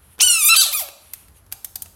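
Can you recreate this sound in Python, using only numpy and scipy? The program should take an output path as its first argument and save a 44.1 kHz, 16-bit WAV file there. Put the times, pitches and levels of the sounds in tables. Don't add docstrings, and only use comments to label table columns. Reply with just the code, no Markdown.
import sys
import numpy as np
from scipy import signal
from scipy.fft import rfft, irfft
from scipy.io import wavfile
from scipy.ndimage import uniform_filter1d, minimum_filter1d

SR = 44100
rng = np.random.default_rng(int(sys.argv[2]) if len(sys.argv) > 2 else 0)


def wrap_up_sound(samples):
    columns = np.atleast_2d(samples).T
    tamed = np.clip(columns, -1, 1)
    steps = np.round(tamed * 32767).astype(np.int16)
    wavfile.write(sys.argv[1], SR, steps)


N = 85995
TIME = np.arange(N) / SR

# frequency in Hz, relative density in dB per Hz.
RUMBLE_SPECTRUM = [(20,-27),(35,-10.5),(50,-1.5),(65,3.5),(95,1.5),(150,-13),(210,-12.5),(300,-26),(450,-43.5)]
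HISS_SPECTRUM = [(200,-3.5),(300,0.5),(700,-2),(1400,-3.5),(2500,-14.5),(5000,-16.5),(8500,-19),(10000,-12.5),(11200,-3.5),(12500,-19),(16000,-30.5)]
# time in seconds, level in dB.
RUMBLE_LEVEL = [(0.0, -57), (0.08, -51), (0.222, -64), (0.248, -49), (0.466, -54.5), (0.516, -67),
                (0.58, -55.5), (0.65, -65), (0.82, -53.5), (0.862, -65), (1.308, -53), (1.394, -57),
                (1.542, -48.5), (1.568, -59.5), (1.814, -49), (1.95, -54.5)]
HISS_DB = -60

# frequency in Hz, relative level in dB.
ROOM_COLOUR = [(300,-1.5),(600,7.5),(1100,8.5),(1700,-2),(4000,1),(7000,0.5),(11000,-2.5),(13500,-3),(16000,-4.5)]
# delay in seconds, gain as a signed ratio.
REFLECTIONS = [(.00063,0.11),(.00192,0.083),(.0035,-.1),(.009,0.13),(0.0117,.1)]
ROOM_T60_S, ROOM_TREBLE_T60_S, ROOM_ONSET_S = 0.7, 0.55, 0.0034
ROOM_SPLIT_HZ = 9000
FROG_ROOM_DB, TAP_ROOM_DB = -15, -11.5

SQUEAK_S, SQUEAK_WIDTH_S, SQUEAK_HZ, SQUEAK_FALL_HZ_PER_S = 1.37, 0.025, 6550, 18000
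SQUEAK_WAVER, SQUEAK_WAVER_PER_S, SQUEAK_DB = 0.02, 598.4, -63

# centre in seconds, half-length in seconds, level in dB.
RUSTLES = [(0.054,0.057,-56),(0.136,0.031,-54),(1.075,0.097,-53),(1.205,0.085,-54.5),(1.375,0.027,-53)]
# frequency in Hz, relative level in dB.
RUSTLE_COLOUR = [(1000,-17),(3000,-6),(5000,-17.5),(6500,-16.5),(7700,-15.5),(9400,-2.5),(11300,0),(12800,-7.5),(15000,-27)]

# start in seconds, level in dB before the common trim, tilt in dB per octave.
TAPS = [(.181,-41.5,-8),(0.1897,-34,-5.5),(.886,-34,-4.5),(1.134,-24,0),(1.282,-49,-3),(1.463,-53.5,-3),(1.516,-40,-3),(1.523,-20.5,0),(1.645,-21,1.5),(1.756,-21,0.66),(1.820,-21.5,2),(1.858,-41.5,-4.5)]
# frequency in Hz, relative level in dB.
TAP_COLOUR = [(20,-74),(100,-31),(250,-23.5),(600,-11),(1100,-13.5),(2000,-7.5),(3500,-6.5),(5500,-5.5),(7600,-4),(9200,1.5),(11000,0),(13300,3.5),(14500,-1.5),(16000,-9.5)]
TAP_TRIM_DB = -1
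TAP_ATTACK_S, TAP_HOLD_S, TAP_T60_S = 0.0018, 0.0027, 0.02
TAP_RING_DB, TAP_RING_T60_S = -14, 0.06

# time in seconds, mean pitch in Hz.
SCREAM_PITCH = [(0.2, 600), (0.204, 752), (0.208, 910), (0.214, 1141), (0.22, 1338), (0.23, 1443),
                (0.236, 1503), (0.258, 1498), (0.4, 1282), (0.434, 1155), (0.462, 1229), (0.487, 1181)]
YELP_PITCH = [(0.489, 1284), (0.501, 1338), (0.535, 1350), (0.547, 1274), (0.553, 1190)]
SCREECH_PITCH = [(0.558, 1189), (0.566, 1432), (0.572, 1567), (0.6, 1563), (0.612, 1533), (0.622, 1320),
                 (0.648, 1060), (0.652, 982), (0.666, 654), (0.676, 596.7), (0.682, 594.4), (0.715, 578.7)]
WHIMPER_PITCH = [(0.718, 727.6), (0.728, 985), (0.738, 1227), (0.754, 1241), (0.778, 1141), (0.79, 1140),
                 (0.812, 767.4), (0.826, 645), (0.848, 565.6), (0.9, 549.3)]
REGISTER_EDGES_HZ = [400, 3200, 7000, 10300, 16500]
# time in seconds, then low, middle, high and top register level in dB.
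SCREAM_LEVEL = [(0.2, -27, -43, -49.5, -52.5), (0.208, -17, -6, -26.5, -26),
                (0.218, -21, -13.5, -7.5, -15.5), (0.23, -14, -14, -10, -20), (0.258, -24, -25, -16, -30.5),
                (0.274, -15, -25, -9, -26.5), (0.284, -21, -13, -29, -19.5),
                (0.304, -16.5, -27, -10, -29.5), (0.32, -21.5, -19, -13.5, -26.5),
                (0.378, -20.5, -25, -23.5, -28.5), (0.438, -29, -27.5, -15, -20),
                (0.452, -21, -27, -32.5, -11.5), (0.458, -26.5, -26.5, -15, -14),
                (0.487, -22.5, -17.5, -13.5, -10.5)]
YELP_LEVEL = [(0.489, -15, -20, -15, -15.5), (0.509, -14.5, -9.5, -19, -24.5), (0.525, -8.5, -15, -20, -24),
              (0.539, -10.5, -13.5, -19.5, -26), (0.553, -22, -29, -29, -31.5)]
SCREECH_LEVEL = [(0.557, -25, -10.5, -23, -25), (0.565, -21, -10, -11.5, -9),
                 (0.593, -29.5, -12.5, -16, -17.5), (0.621, -30, -13, -20, -17),
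                 (0.699, -39.5, -31, -35, -33.5), (0.715, -36.5, -51, -41, -35)]
WHIMPER_LEVEL = [(0.718, -40, -37, -33, -30), (0.736, -26, -24.5, -27, -17),
                 (0.75, -22.5, -39, -17.5, -19.5), (0.782, -34, -22, -33.5, -19.5),
                 (0.796, -34, -28, -22, -20.5), (0.81, -29, -32.5, -29.5, -20.5),
                 (0.9, -47.5, -60, -55, -46)]
# frequency in Hz, relative level in dB.
SCREAM_THROAT = [(550,-20.5),(800,-18),(1180,-17.5),(1500,-18.5),(1680,-25.5),(1850,-19.5),(2050,-13.5),(2450,-4),(2950,0.5),(3300,-6),(3700,-2),(4600,-6),(5800,2.5),(7500,-5),(9200,0),(11000,-4.5),(12200,-1),(13700,-13.5),(15500,-12)]
YELP_THROAT = [(600,-20.5),(1330,-12),(1900,-21.5),(2700,0),(4000,-8),(5400,-7.5),(6700,-15),(8100,-9),(10700,-13.5),(13700,-24.5),(15000,-29.5)]
SCREECH_THROAT = [(400,-31),(600,-10),(950,-11.5),(1500,-13),(2000,-13.5),(3000,-6),(4100,6),(4800,-5),(5500,-9),(6300,-9.5),(8200,-1.5),(10000,-4.5),(11300,7.5),(12600,-5.5),(13500,-18),(14300,-10.5),(15500,-11.5)]
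WHIMPER_THROAT = [(350,-29),(600,6),(1200,-14),(1800,-12),(2480,-1.5),(3000,-13.5),(3500,-5.5),(4200,-29),(5000,-5.5),(6500,-9.5),(8500,-7.5),(10000,-3.5),(12500,5.5),(15500,-6.5)]
# time in seconds, rasp in dB, half-pitch undertone in dB.
ROUGHNESS = [(.2,-14.5,-21),(.215,-0.5,-9.5),(.245,-17.5,-36.5),(.29,-24.5,-22),(.35,-20.5,-18),(.40,-17.5,-25.5),(.45,-19,-40.5),(.48,-21.5,-42),(.492,-11.5,-27),(.515,-34,-37.5),(.542,-11,-19),(.56,2,-2),(.578,-11,-16),(.603,-11,-17),(.62,-5,-12.5),(.66,-5.5,-15),(.72,-8,-16.5),(.742,-18.5,-28.5),(.785,-16,-30.5),(.82,-10.5,-21),(.9,-9,-29)]
# frequency in Hz, relative level in dB.
AIR_COLOUR = [(500,-8.5),(1800,-7.5),(3500,0),(8000,3),(13000,2)]
SMEAR_S = [.00023, .00061]
SMEAR_GAIN = 0.86
JITTER, JITTER_PER_S = 0.035, 410
WAVER, WAVER_PER_S = 0.0034, 70
FLUTTER_DB, FLUTTER_PER_S = 3.5, 49
SHIMMER_DB, SHIMMER_PER_S = 7.5, 43
AIR_DB = -5
CRY_FADE_S = 0.0017

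CUTOFF_HZ = 16000


def from_db(db):
    return 10 ** (np.asarray(db) / 20)


def rms_one(x):
    return x / np.sqrt(np.mean(x ** 2) + 1e-20)


def in_time(rows):
    seconds, *columns = np.transpose(rows)
    return [np.interp(TIME, seconds, column) for column in columns]


def drift(rate):
    pole = np.exp(-2 * np.pi * rate / SR)
    return rms_one(signal.lfilter([1], [1, -2 * pole, pole * pole], rng.standard_normal(N)))


def coloured(x, points, tilt_db=0):
    hz, db = np.transpose(points)
    octave = np.log2(np.maximum(np.fft.rfftfreq(len(x), 1 / SR), 1))
    response = rms_one(from_db(np.interp(octave, np.log2(hz), db) + tilt_db * octave))
    return irfft(rfft(x) * response, len(x))


def band(x, low_hz, high_hz):
    sos = signal.butter(5, [low_hz, high_hz], "band", fs=SR, output="sos")
    return signal.sosfiltfilt(sos, x)


def background():
    rumble = from_db(in_time(RUMBLE_LEVEL)[0]) * coloured(rng.standard_normal(N), RUMBLE_SPECTRUM)
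    hiss = from_db(HISS_DB) * coloured(rng.standard_normal(N), HISS_SPECTRUM)
    return rumble + hiss


def near_reflections(x):
    return sum(gain * np.interp(TIME - delay, TIME, x, left=0) for delay, gain in REFLECTIONS)


def room(x):
    low_pass = signal.butter(2, ROOM_SPLIT_HZ, fs=SR, output="sos")
    high_pass = signal.butter(2, ROOM_SPLIT_HZ, "high", fs=SR, output="sos")
    low = coloured(signal.sosfilt(low_pass, rng.standard_normal(N)), ROOM_COLOUR)
    high = coloured(signal.sosfilt(high_pass, rng.standard_normal(N)), ROOM_COLOUR)
    tail = low * from_db(-60 * TIME / ROOM_T60_S) + high * from_db(-60 * TIME / ROOM_TREBLE_T60_S)
    tail = tail * np.minimum(TIME / ROOM_ONSET_S, 1)
    return signal.fftconvolve(x, tail / np.sqrt(np.sum(tail ** 2)))[:N]


def squeak():
    age = TIME - SQUEAK_S
    glide = np.clip(SQUEAK_HZ - SQUEAK_FALL_HZ_PER_S * age, 0, SR / 2)
    hz = glide * (1 + SQUEAK_WAVER * drift(SQUEAK_WAVER_PER_S))
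    swell = np.exp(-(age / SQUEAK_WIDTH_S) ** 2)
    return from_db(SQUEAK_DB) * swell * np.sin(2 * np.pi * np.cumsum(hz) / SR)


def rustles():
    swell = sum(from_db(db) * np.exp(-((TIME - s) / width) ** 2) for s, width, db in RUSTLES)
    return swell * coloured(rng.standard_normal(N), RUSTLE_COLOUR)


def taps():
    out = np.zeros(N)
    for start, db, tilt_db in TAPS:
        age = np.maximum(TIME - start, 0)
        attack = np.minimum(age / TAP_ATTACK_S, 1)
        crack = from_db(-60 * np.clip(age - TAP_HOLD_S, 0, 10 * TAP_T60_S) / TAP_T60_S)
        ring = from_db(TAP_RING_DB - 60 * age / TAP_RING_T60_S)
        noise = coloured(rng.standard_normal(N), TAP_COLOUR, tilt_db)
        out += from_db(db + TAP_TRIM_DB) * attack * (crack + ring) * noise
    return out


def vocal_folds(pitch, count=28):
    rasp, undertone = from_db(in_time(ROUGHNESS))
    hz = pitch * (1 + JITTER * rasp * drift(JITTER_PER_S) + WAVER * drift(WAVER_PER_S))
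    phase = 2 * np.pi * np.cumsum(hz) / SR
    pulses = np.zeros(N)
    for k in range(1, count):
        flutter = from_db(FLUTTER_DB * drift(FLUTTER_PER_S))
        pulses += np.cos(k * phase) * (k * pitch < SR / 2) * flutter
    alternation = 1 + np.sqrt(2) * undertone * np.cos(phase / 2)
    air = rms_one(coloured(rng.standard_normal(N) * (1 + np.cos(phase)), AIR_COLOUR))
    return rms_one(pulses) * alternation + from_db(AIR_DB) * rasp * air


def smear(x):
    for delay in SMEAR_S:
        turn = np.exp(-2j * np.pi * np.fft.rfftfreq(N, 1 / SR) * delay)
        x = irfft(rfft(x) * (turn - SMEAR_GAIN) / (1 - SMEAR_GAIN * turn), N)
    return x


def cry(pitch_rows, level_rows, throat, level_db):
    voice = coloured(smear(vocal_folds(in_time(pitch_rows)[0])), throat)
    out = 0
    for low, high, db in zip(REGISTER_EDGES_HZ, REGISTER_EDGES_HZ[1:], in_time(level_rows)):
        part = band(voice, low, high)
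        power = np.abs(uniform_filter1d(part ** 2, size=400))
        out = out + from_db(db + level_db) * part / np.sqrt(power + 1e-9)
    inside = np.minimum(TIME - level_rows[0][0], level_rows[-1][0] - TIME)
    gate = np.clip(inside / CRY_FADE_S + 2, 0, 1)
    rasp = from_db(in_time(ROUGHNESS)[0])
    return out * gate * from_db(SHIMMER_DB * rasp * np.tanh(drift(SHIMMER_PER_S)))


def frog():
    return (cry(SCREAM_PITCH, SCREAM_LEVEL, SCREAM_THROAT, level_db=-1.44)
            + cry(YELP_PITCH, YELP_LEVEL, YELP_THROAT, level_db=-0.86)
            + cry(SCREECH_PITCH, SCREECH_LEVEL, SCREECH_THROAT, level_db=0.3)
            + cry(WHIMPER_PITCH, WHIMPER_LEVEL, WHIMPER_THROAT, level_db=-3.92))


def scene():
    voice, toy = frog(), taps()
    direct = voice + toy
    reverberation = room(from_db(FROG_ROOM_DB) * voice + from_db(TAP_ROOM_DB) * toy)
    faint = rustles() + squeak() + background()
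    return (direct + near_reflections(direct) + reverberation + faint)[None]


def record(dry):
    needed = 1 / np.maximum(np.abs(dry), 1)
    gain = uniform_filter1d(minimum_filter1d(needed, size=129), size=129)
    low_pass = signal.ellip(10, .05, 50, CUTOFF_HZ, fs=SR, output="sos")
    return signal.sosfiltfilt(low_pass, dry * gain)


dry = scene()
out = record(dry)
wrap_up_sound(out)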